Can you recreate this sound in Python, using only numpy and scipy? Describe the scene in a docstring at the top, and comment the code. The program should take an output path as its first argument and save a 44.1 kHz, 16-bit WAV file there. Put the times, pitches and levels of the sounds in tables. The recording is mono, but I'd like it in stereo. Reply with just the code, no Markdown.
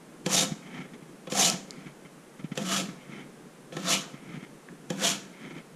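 """Small kitchen: a knife is drawn five times through a pull-through sharpener held on a wooden board.
The blade knocks into the slot (filtered noise bursts and a rung pulse), then rasps: random grit slips
drive the resonances of steel, housing and board. A few sharp ticks are damped impulses.
The swinging arm rubs and bumps a body-worn camera: shaped grit and soft pushes. Noise makes the
air and hiss; a diffuse decaying tail makes the room."""
import sys
import numpy as np
from scipy import signal
from scipy.fft import rfft, irfft, next_fast_len
from scipy.io import wavfile
from scipy.ndimage import map_coordinates

SR = 44100
rng = np.random.default_rng(int(sys.argv[2]) if len(sys.argv) > 2 else 0)


def transcribe(signal):
    """Save signal, clipped to [-1, 1], as a 16-bit WAV file at the path in sys.argv[1]."""
    frames = np.atleast_2d(signal).T
    limited = np.clip(frames, -1, 1)
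    pcm = np.round(limited * 32767).astype(np.int16)
    wavfile.write(sys.argv[1], SR, pcm)


N = 253971

# Events; levels are relative, before the mix, and laws (below) modify the gestures.
# Pulls. Each row: blade touch in seconds, run-up to full pressure in seconds, swell in dB/s, hold in seconds,
# light sliding in dB, edge rasp in dB, blade ring in dB, housing in dB, board in dB, housing tone in Hz.
PULLS = [(0.273, 0.061, 382, .078, -25, -23.6, -32.5, -32.7, -30.5, 744),
         (1.298, 0.1, 260, 0.069, -23, -20.5, -26.5, -30, -30.5, 746),
         (2.552, .185, 135, .044, -20, -29, -27.8, -33, -28.5, 1270),
         (3.724, .178, 340, .038, -23.5, -25.5, -25.5, -28.3, -32.5, 1230),
         (4.896, 0.15, 352, .048, -29, -24.8, -24, -29.5, -32.5, 1400)]
# Arm swings. Each row: start in seconds, time to fastest in seconds, hold in seconds, rubbing in dB.
SWINGS = [(0.508, 0.24, 0.086, -48.5), (1.565, .23, 0.074, -52.5), (2.848, 0.3, 0.063, -49),
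          (4.06, .23, .12, -53), (5.223, .22, .125, -50)]
# Blade meets slot. Each row: time in seconds, edge click in dB, housing clack in dB, board knock in dB.
CONTACTS = [(0.2618, -18, -30, -24.5), (1.2717, -42, -39.5, -38.5), (1.3204, -22, -32, -29.5),
            (2.575, -23.5, -26.5, -29.5), (3.723, -48, -38, -43), (3.7665, -30.5, -31, -31),
            (4.9022, -23, -33.5, -27)]
# Tip slips off or steel ticks. Each row: start in seconds, peak in dB, base pitch in Hz.
TICKS = [(1.5, -5.5, 5200), (1.7079, -19, 4700), (2.799, -27, 2700), (4.688, -28, 1050)]
# Bumps on the camera mount. Each row: time in seconds, push peak in dB, scuff in dB.
BUMPS = [(0.516, -21, -47.5), (0.79, -29.5, -49), (0.933, -46, -48), (1.021, -36, -57), (1.536, -25.5, -45),
         (1.778, -37, -65), (1.861, -33, -46), (2.049, -38, -52), (2.392, -45, -49), (2.4403, -23, -46.5),
         (2.515, -24.5, -44.5), (2.885, -40, -45), (3.091, -32, -60), (4.137, -33.5, -48.5),
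         (4.29, -33.5, -50.5), (4.338, -31, -60), (4.371, -29, -55), (4.425, -35, -48)]
# Edge bites, one resonance sings out. Each row: centre in seconds, length in seconds, pitch in Hz, level in dB.
BITES = [(0.338, 0.014, 6400, -30), (0.39, 0.024, 3700, -26), (1.408, 0.0073, 6060, -24),
         (1.42, .05, 755, -36), (1.443, 0.023, 3580, -25.5), (2.73, 0.042, 2900, -35.5),
         (2.736, .043, 1270, -34), (3.885, .02, 3700, -30.5), (3.937, 0.05, 2860, -35),
         (5.048, 0.018, 3220, -28.5)]

# Resonances. Each row: centre in Hz, width in Hz, level in dB.
# In order: board knock, sharpener housing, blade, edge, rasped board, camera mount, camera shell.
KNOCK_MODES = [(183, 32, 4.5), (300, 54, -4), (352, 32, -4), (497.6, 23, 2.5), (805, 41, -4),
               (970, 120, -9), (1720, 130, -7)]
HOUSING_MODES = [(514, 44, 3.8), (681, 35, 1), (737, 60, -6.5), (1000, 230, -2), (1137, 32, -6.5),
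                 (1303, 43, 5.5), (1705, 55, -10.5), (2187, 190, -11.5)]
BLADE_MODES = [(2470, 380, -1.5), (2938, 30, 8.5), (3100, 28, 9.5), (3270, 23, 5.5), (3380, 48, 1),
               (3800, 20, -2), (4190, 20, 0), (3450, 410, -29)]
EDGE_MODES = [(5240, 16, -10), (5590, 32, 4), (5950, 30, 3.5), (6356, 40, 3), (6980, 30, 1), (6930, 64, -4)]
BOARD_MODES = [(167.6, 30, 7.5), (234, 72, -9.5), (279, 62, 1.5)]
MOUNT_MODES = [(161, 12, -8), (183.6, 78, 1.5), (257, 56, -3.5)]
SHELL_MODES = [(326, 108, 1), (682, 1200, -8), (1340, 80, -1.5), (1780, 410, -3.5), (2137, 197, 5),
               (3050, 200, 1.5)]

# Spectra of edge rasp, rubbing, and air with hiss. Each row: frequency in Hz, relative level in dB.
EDGE_SPECTRUM = [(300, -6), (600, -7.5), (2000, -8.5), (4800, -4), (5700, -1.5), (7200, 0.5), (8100, -7),
                 (10500, -8.5), (13000, -16), (14300, -47), (15200, -53)]
RUB_SPECTRUM = [(100, -30), (200, 4), (2400, -2), (3400, -7), (4600, -11.5), (6500, -5.5), (9000, -22),
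                (13000, -28)]
HUSH_SPECTRUM = [(25, -2.5), (80, -8.5), (160, 1), (310, -2.5), (400, -4), (500, -6), (660, -12),
                 (1600, -17), (2500, -21.5), (4600, -28), (6300, -26), (10000, -27), (12500, -35),
                 (15000, -44)]
# Grit reaching one port alone. Each row: frequency in Hz, level in dB.
ONE_PORT_GRIT = [(200, -14), (700, -5), (2500, -6), (4000, -2), (8500, -1), (11000, -7)]
# Ringing parts radiate little at the very top. Each row: frequency in Hz, gain in dB.
RING_COLOUR = [(7000, 0), (11000, -9), (14000, -15)]
# Left phase lead at the ports. Each row: frequency in Hz, lead in radians.
PORT_LEAD = [(200, -.4), (500, -.7), (750, -1.8), (1000, -3.6), (1400, -3.2), (1750, 0), (2000, -.7),
             (2600, .5), (3200, 0), (5500, 0), (7200, -.4), (8200, -1.4), (9900, 0)]
# Port level difference. Each row: frequency in Hz, left minus right in dB.
PORT_TILT = [(200, -4.5), (400, 7), (550, 3.5), (800, 8), (1150, -10.5), (1500, 5), (2200, -1),
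             (3500, -4.5), (5800, 2), (8700, -4.5), (11000, -2)]
# Left-right likeness of hush and rubbing. Each row: frequency in Hz, correlation from -1 to 1.
HUSH_ALIKE = [(60, .6), (200, 0.11), (700, 0.014), (2000, 0.026), (10000, 0.027)]
RUB_ALIKE = [(200, 0.24), (400, -0.94), (750, -0.962), (1300, -0.944), (2300, -0.19), (4400, 0.97)]
# Room decay. Each row: frequency in Hz, t60 in seconds.
KITCHEN_T60 = [(200, 0.73), (1000, 0.16), (3500, 0.37), (7000, 0.44), (13000, 0.33)]

# How each part follows a gesture. Each law: lead of full pressure in seconds, share of the swell rate,
# fade in dB/s, extra dB while sliding lightly.
EDGE_LAW = (0, 1.17, 300, -4.5)
BLADE_LAW = (-0.02, 1.4, 340, -2)
HOUSING_LAW = (0.026, 1.63, 132, 5.1)
BOARD_LAW = (0.05, 0.7, 143, 0)
SWING_LAW = (0, 1, 188, -3)

TOP_HZ = 14900  # band limit
BOARD_HZ = 193  # steady board tone in Hz
TONE_DB = -6.5  # housing tone, relative to the housing gesture
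SEAT_S = 0.0023  # onset of each gesture; the edge settling on the abrasive
BOARD_DELAY_S, BOARD_LINGER_S, BOARD_LIGHT_DB = 0.024, 0.069, -2.5  # board hum starts late, holds longer
SWING_DB_PER_S, SLOW_RUB_DB = 95, -13.5  # swell with arm speed; slow rubbing, before the law's extra dB
GRAZE_S, GRAZE_DB = 0.007, -17  # edge brushes the slot wall around seating; dB relative to the snap


def amp(db):
    """Decibels to gain."""
    return 10 ** (np.asarray(db) / 20)


def unit(x):
    """Scale to rms 1."""
    return x / np.sqrt(np.mean(x ** 2) + 1e-20)


def peaked(x):
    """Scale to peak 1."""
    return x / np.abs(x).max()


def along(points, hz):
    """Interpolate (Hz, value) points on a log frequency axis."""
    f, v = np.transpose(points)
    return np.interp(np.log(hz + 1), np.log(f), v)


def wobble(knots_per_s):
    """Smooth random curve through Gaussian knots."""
    knots = rng.standard_normal(int(N * knots_per_s / SR) + 4)
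    return map_coordinates(knots, [np.arange(N) * knots_per_s / SR])


def filtered(x, response):
    """Multiply the spectrum of x by a complex response of frequency."""
    size = x.shape[-1]
    m = next_fast_len(size + SR // 4)
    return irfft(rfft(x, m) * response(np.fft.rfftfreq(m, 1 / SR)), m)[..., :size]


def coloured(x, spectrum):
    """Shape x by a (Hz, dB) spectrum."""
    return filtered(x, lambda f: amp(along(spectrum, f)))


def ring(x, modes):
    """Drive a parallel bank of damped resonances."""
    def response(f):
        return sum(amp(db) * 1j * f * w / (c * c - f * f + 1j * f * w) for c, w, db in modes)
    return filtered(x, response)


def ring_at(x, hz, width_hz):
    """One resonance, at rms 1."""
    return unit(ring(x, [(hz, width_hz, 0)]))


def add(track, start_s, sound):
    """Mix a sound into a track in place."""
    part = track[..., round(start_s * SR):][..., :sound.shape[-1]]
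    part += sound[..., :part.shape[-1]]


def spread(pair, spectrum, alike):
    """Two unrelated signals become coloured stereo of given likeness, with mid at rms 1."""
    def response(f):
        turn = np.arccos(np.clip(along(alike, f), -1, 1)) / 2
        return amp(along(spectrum, f)) * np.array([np.ones_like(f), np.tan(turn)])
    mid, side = filtered(pair, response)
    return np.array([mid + side, mid - side]) / np.sqrt(np.mean(mid ** 2))


def grit(slips_per_s, spread_db):
    """Tiny slips at random moments, of random sign and unequal size, at rms 1."""
    slips = rng.random(N) < slips_per_s / SR
    sizes = amp(spread_db * np.clip(rng.standard_normal(N), -2.5, 2.5))
    return unit(slips * rng.choice([-1, 1], N) * sizes)


def gesture(start_s, run_up_s, swell_db_per_s, hold_s, light_db, law):
    """Gain of one hand movement: light contact, swell to full pressure, hold, fade."""
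    lead_s, share, fade_db_per_s, extra_db = law
    t = np.arange(N) / SR - start_s
    full_s = run_up_s - lead_s
    early = np.maximum(full_s - t, 0)
    late = np.maximum(t - full_s - hold_s, 0)
    light = amp(min(light_db + extra_db, 0))
    pressure = light + (1 - light) * amp(-share * swell_db_per_s * early)
    return np.clip(t / SEAT_S, 0, 1) * pressure * amp(-fade_db_per_s * late)


def hush():
    """Steady kitchen air and microphone hiss, as noise whose low end wavers."""
    air = spread(rng.standard_normal((2, N)), HUSH_SPECTRUM, HUSH_ALIKE)
    low = coloured(air, [(400, 0), (900, -29)])
    waver = amp(0.36 * wobble(2.94) + 2.5 * wobble(18))
    return amp(-48.5) * (air + low * (waver - 1))


def contacts():
    """Steel clicks into the slot, clacks the housing and knocks it against the board."""
    out, t = np.zeros((2, N)), np.arange(SR // 3) / SR
    knock = peaked(ring(t * np.exp(-t / 0.00015), KNOCK_MODES))
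    before_s = 0.03
    early, late = np.maximum(before_s - t, 0), np.maximum(t - before_s, 0)
    snap_and_skid = amp(-60 * late / 0.015) + amp(-19 - 60 * late / 0.12)
    snap = (1 - np.exp(-late / 0.0014)) * snap_and_skid
    graze = amp(GRAZE_DB) * snap.max() * np.exp(-(early + late) / GRAZE_S)
    for s, click_db, clack_db, knock_db in CONTACTS:
        crack = rng.standard_normal(len(t)) * (snap + graze)
        click = coloured(coloured(crack, EDGE_SPECTRUM), [(7000, 0), (12000, -6)])
        body = ring(crack, HOUSING_MODES) + amp(-12.5) * ring(crack, BLADE_MODES)
        clack = coloured(body, [(3600, 12), (9000, -21)])
        add(out, s - before_s, amp(click_db) * peaked(click) + amp(clack_db + 9.5) * peaked(clack))
        add(out, s + 0.00395, amp(knock_db + 13.0) * knock)
    return out


def sliding(force, modes, shift_db):
    """As the contact point travels, each mode is driven now more, now less; rms 1."""
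    def drive():
        return force * amp(shift_db * np.tanh(wobble(22.03)))
    return unit(sum(ring(drive(), [mode]) for mode in modes))


def rasp():
    """The edge catches on abrasive grains; the same chattering force rings every part."""
    t = np.arange(N) / SR
    chatter = amp(1.2 * wobble(110) + 1.2 * wobble(400))
    shared, *flanks = [grit(slips_per_s=8000, spread_db=3.0) for _ in range(3)]
    # each blade flank faces its own port
    force = unit(chatter * (shared + coloured(np.array(flanks), ONE_PORT_GRIT)))

    edge = blade = housing = board = singing = 0
    for s, run_up, swell, hold, light_db, edge_db, blade_db, housing_db, board_db, tone_hz in PULLS:
        pull = (s, run_up, swell, hold, light_db)
        edge = edge + amp(edge_db) * gesture(*pull, EDGE_LAW)
        blade = blade + amp(blade_db) * gesture(*pull, BLADE_LAW)
        strain = amp(housing_db) * gesture(*pull, HOUSING_LAW)
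        housing = housing + strain
        singing = singing + amp(TONE_DB) * strain * ring_at(force, tone_hz, 160)
        board_pull = (s + BOARD_DELAY_S, run_up, swell, hold + BOARD_LINGER_S, BOARD_LIGHT_DB)
        board = board + amp(board_db) * gesture(*board_pull, BOARD_LAW)
    for s, length_s, hz, db in BITES:
        bite = amp(db) * np.exp(-((t - s) / length_s) ** 2)
        singing = singing + bite * ring_at(force, hz, 60 + 0.1 * hz)

    scrape = edge * unit(coloured(force, EDGE_SPECTRUM))
    zing = sliding(force, EDGE_MODES, shift_db=5)
    clang = sliding(force, BLADE_MODES, shift_db=5)
    steel = amp(-11.5) * edge * zing + amp(-7) * blade * clang
    shell = amp(-1.0) * housing * sliding(force, HOUSING_MODES, shift_db=6.5)
    # a steady board tone, wavering in phase and level
    groan = np.sqrt(2) * np.sin(2 * np.pi * BOARD_HZ * t + wobble(28)) * amp(1.3 * wobble(45))
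    hum = board * (amp(-4) * groan + amp(-7.5) * unit(ring(force, BOARD_MODES)))
    return scrape + hum + coloured(steel + shell + singing, RING_COLOUR)


def ports(x):
    """Board and camera body give each port its own phase and strength."""
    sides = np.array([[1], [-1]]) / 2
    left_only = np.array([[1], [0]])

    def response(f):
        return amp(sides * along(PORT_TILT, f)) * np.exp(1j * left_only * along(PORT_LEAD, f))
    return filtered(x, response)


def kitchen(x):
    """Diffuse noise tail for each ear, 5 ms late, its decay time set by frequency."""
    hz, t, z = signal.stft(rng.standard_normal((2, SR // 2)), SR, nperseg=256)
    decay = amp(-60 * t / along(KITCHEN_T60, hz)[:, None])
    tail = signal.istft(z * decay, SR, nperseg=256)[1]
    tail = np.pad(tail / np.linalg.norm(tail[0]), ((0, 0), (SR // 200, 0)))
    wet = signal.fftconvolve(x, tail, axes=1)[:, :N]
    return coloured(wet, [(200, -6.5), (700, 3), (7000, -5.0), (12000, -10)])


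def handling():
    """Clothing rubs the camera's shell, and bumps its mount with a soft push and a short scuff."""
    t, pushes, scuffs = np.arange(SR // 8) / SR, np.zeros(N), np.zeros(N)
    thud = peaked(ring(t ** 3 * np.exp(-t / 0.0006), MOUNT_MODES))
    swell = (t / 0.007) * np.exp(1 - t / 0.007)
    for s, push_db, scuff_db in BUMPS:
        add(pushes, s + 0.0033, amp(push_db + 1) * thud)
        add(scuffs, s - 0.001, amp(scuff_db + 0.5) * swell)
    rubbing = 0
    for s, run_up, hold, db in SWINGS:
        rubbing = rubbing + amp(db) * gesture(s, run_up, SWING_DB_PER_S, hold, SLOW_RUB_DB, SWING_LAW)
    level = np.hypot(amp(2.0 + 2.1 * wobble(25)) * rubbing, scuffs)
    fibres = np.array([grit(slips_per_s=4500, spread_db=3.0) for _ in range(2)]) * amp(1.7 * wobble(70))
    rustle = spread(ring(fibres, SHELL_MODES), RUB_SPECTRUM, RUB_ALIKE)
    rumble = spread(ring(fibres, MOUNT_MODES), [(300, 28), (900, -20)], [(200, 0.0), (400, 0.35)])
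    return (level * (rustle + amp(2.0) * rumble) + pushes) * amp([[-1], [1]])


def ticks():
    """Single snaps through a pair of heavily damped resonances, twice, then one broad resonance."""
    out, snap = np.zeros(N), signal.unit_impulse(SR // 20)
    for s, db, hz in TICKS:
        body = [(hz, 0.4 * hz, 0), (1.55 * hz, 0.5 * hz, -1)]
        rung = ring(ring(snap, body), body)
        add(out, s, amp(db) * peaked(ring(rung, [(1.06 * hz, 3000, 0)])))
    return out


def scene():
    """Knife and sharpener in the room, with handling noise close by."""
    knife = rasp() + contacts() + ticks()
    return amp(-1.0) * ports(knife) + amp(-7) * kitchen(knife) + handling() + hush()


def record(dry):
    """The camera sheds deep bass steeply and keeps nothing above its band limit."""
    thinned = coloured(dry, [(50, -14.0), (80, -22.5), (100, -23), (120, -17.5), (140, -1)])
    return filtered(thinned, lambda f: f < TOP_HZ)


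dry = scene()
out = record(dry)
transcribe(out)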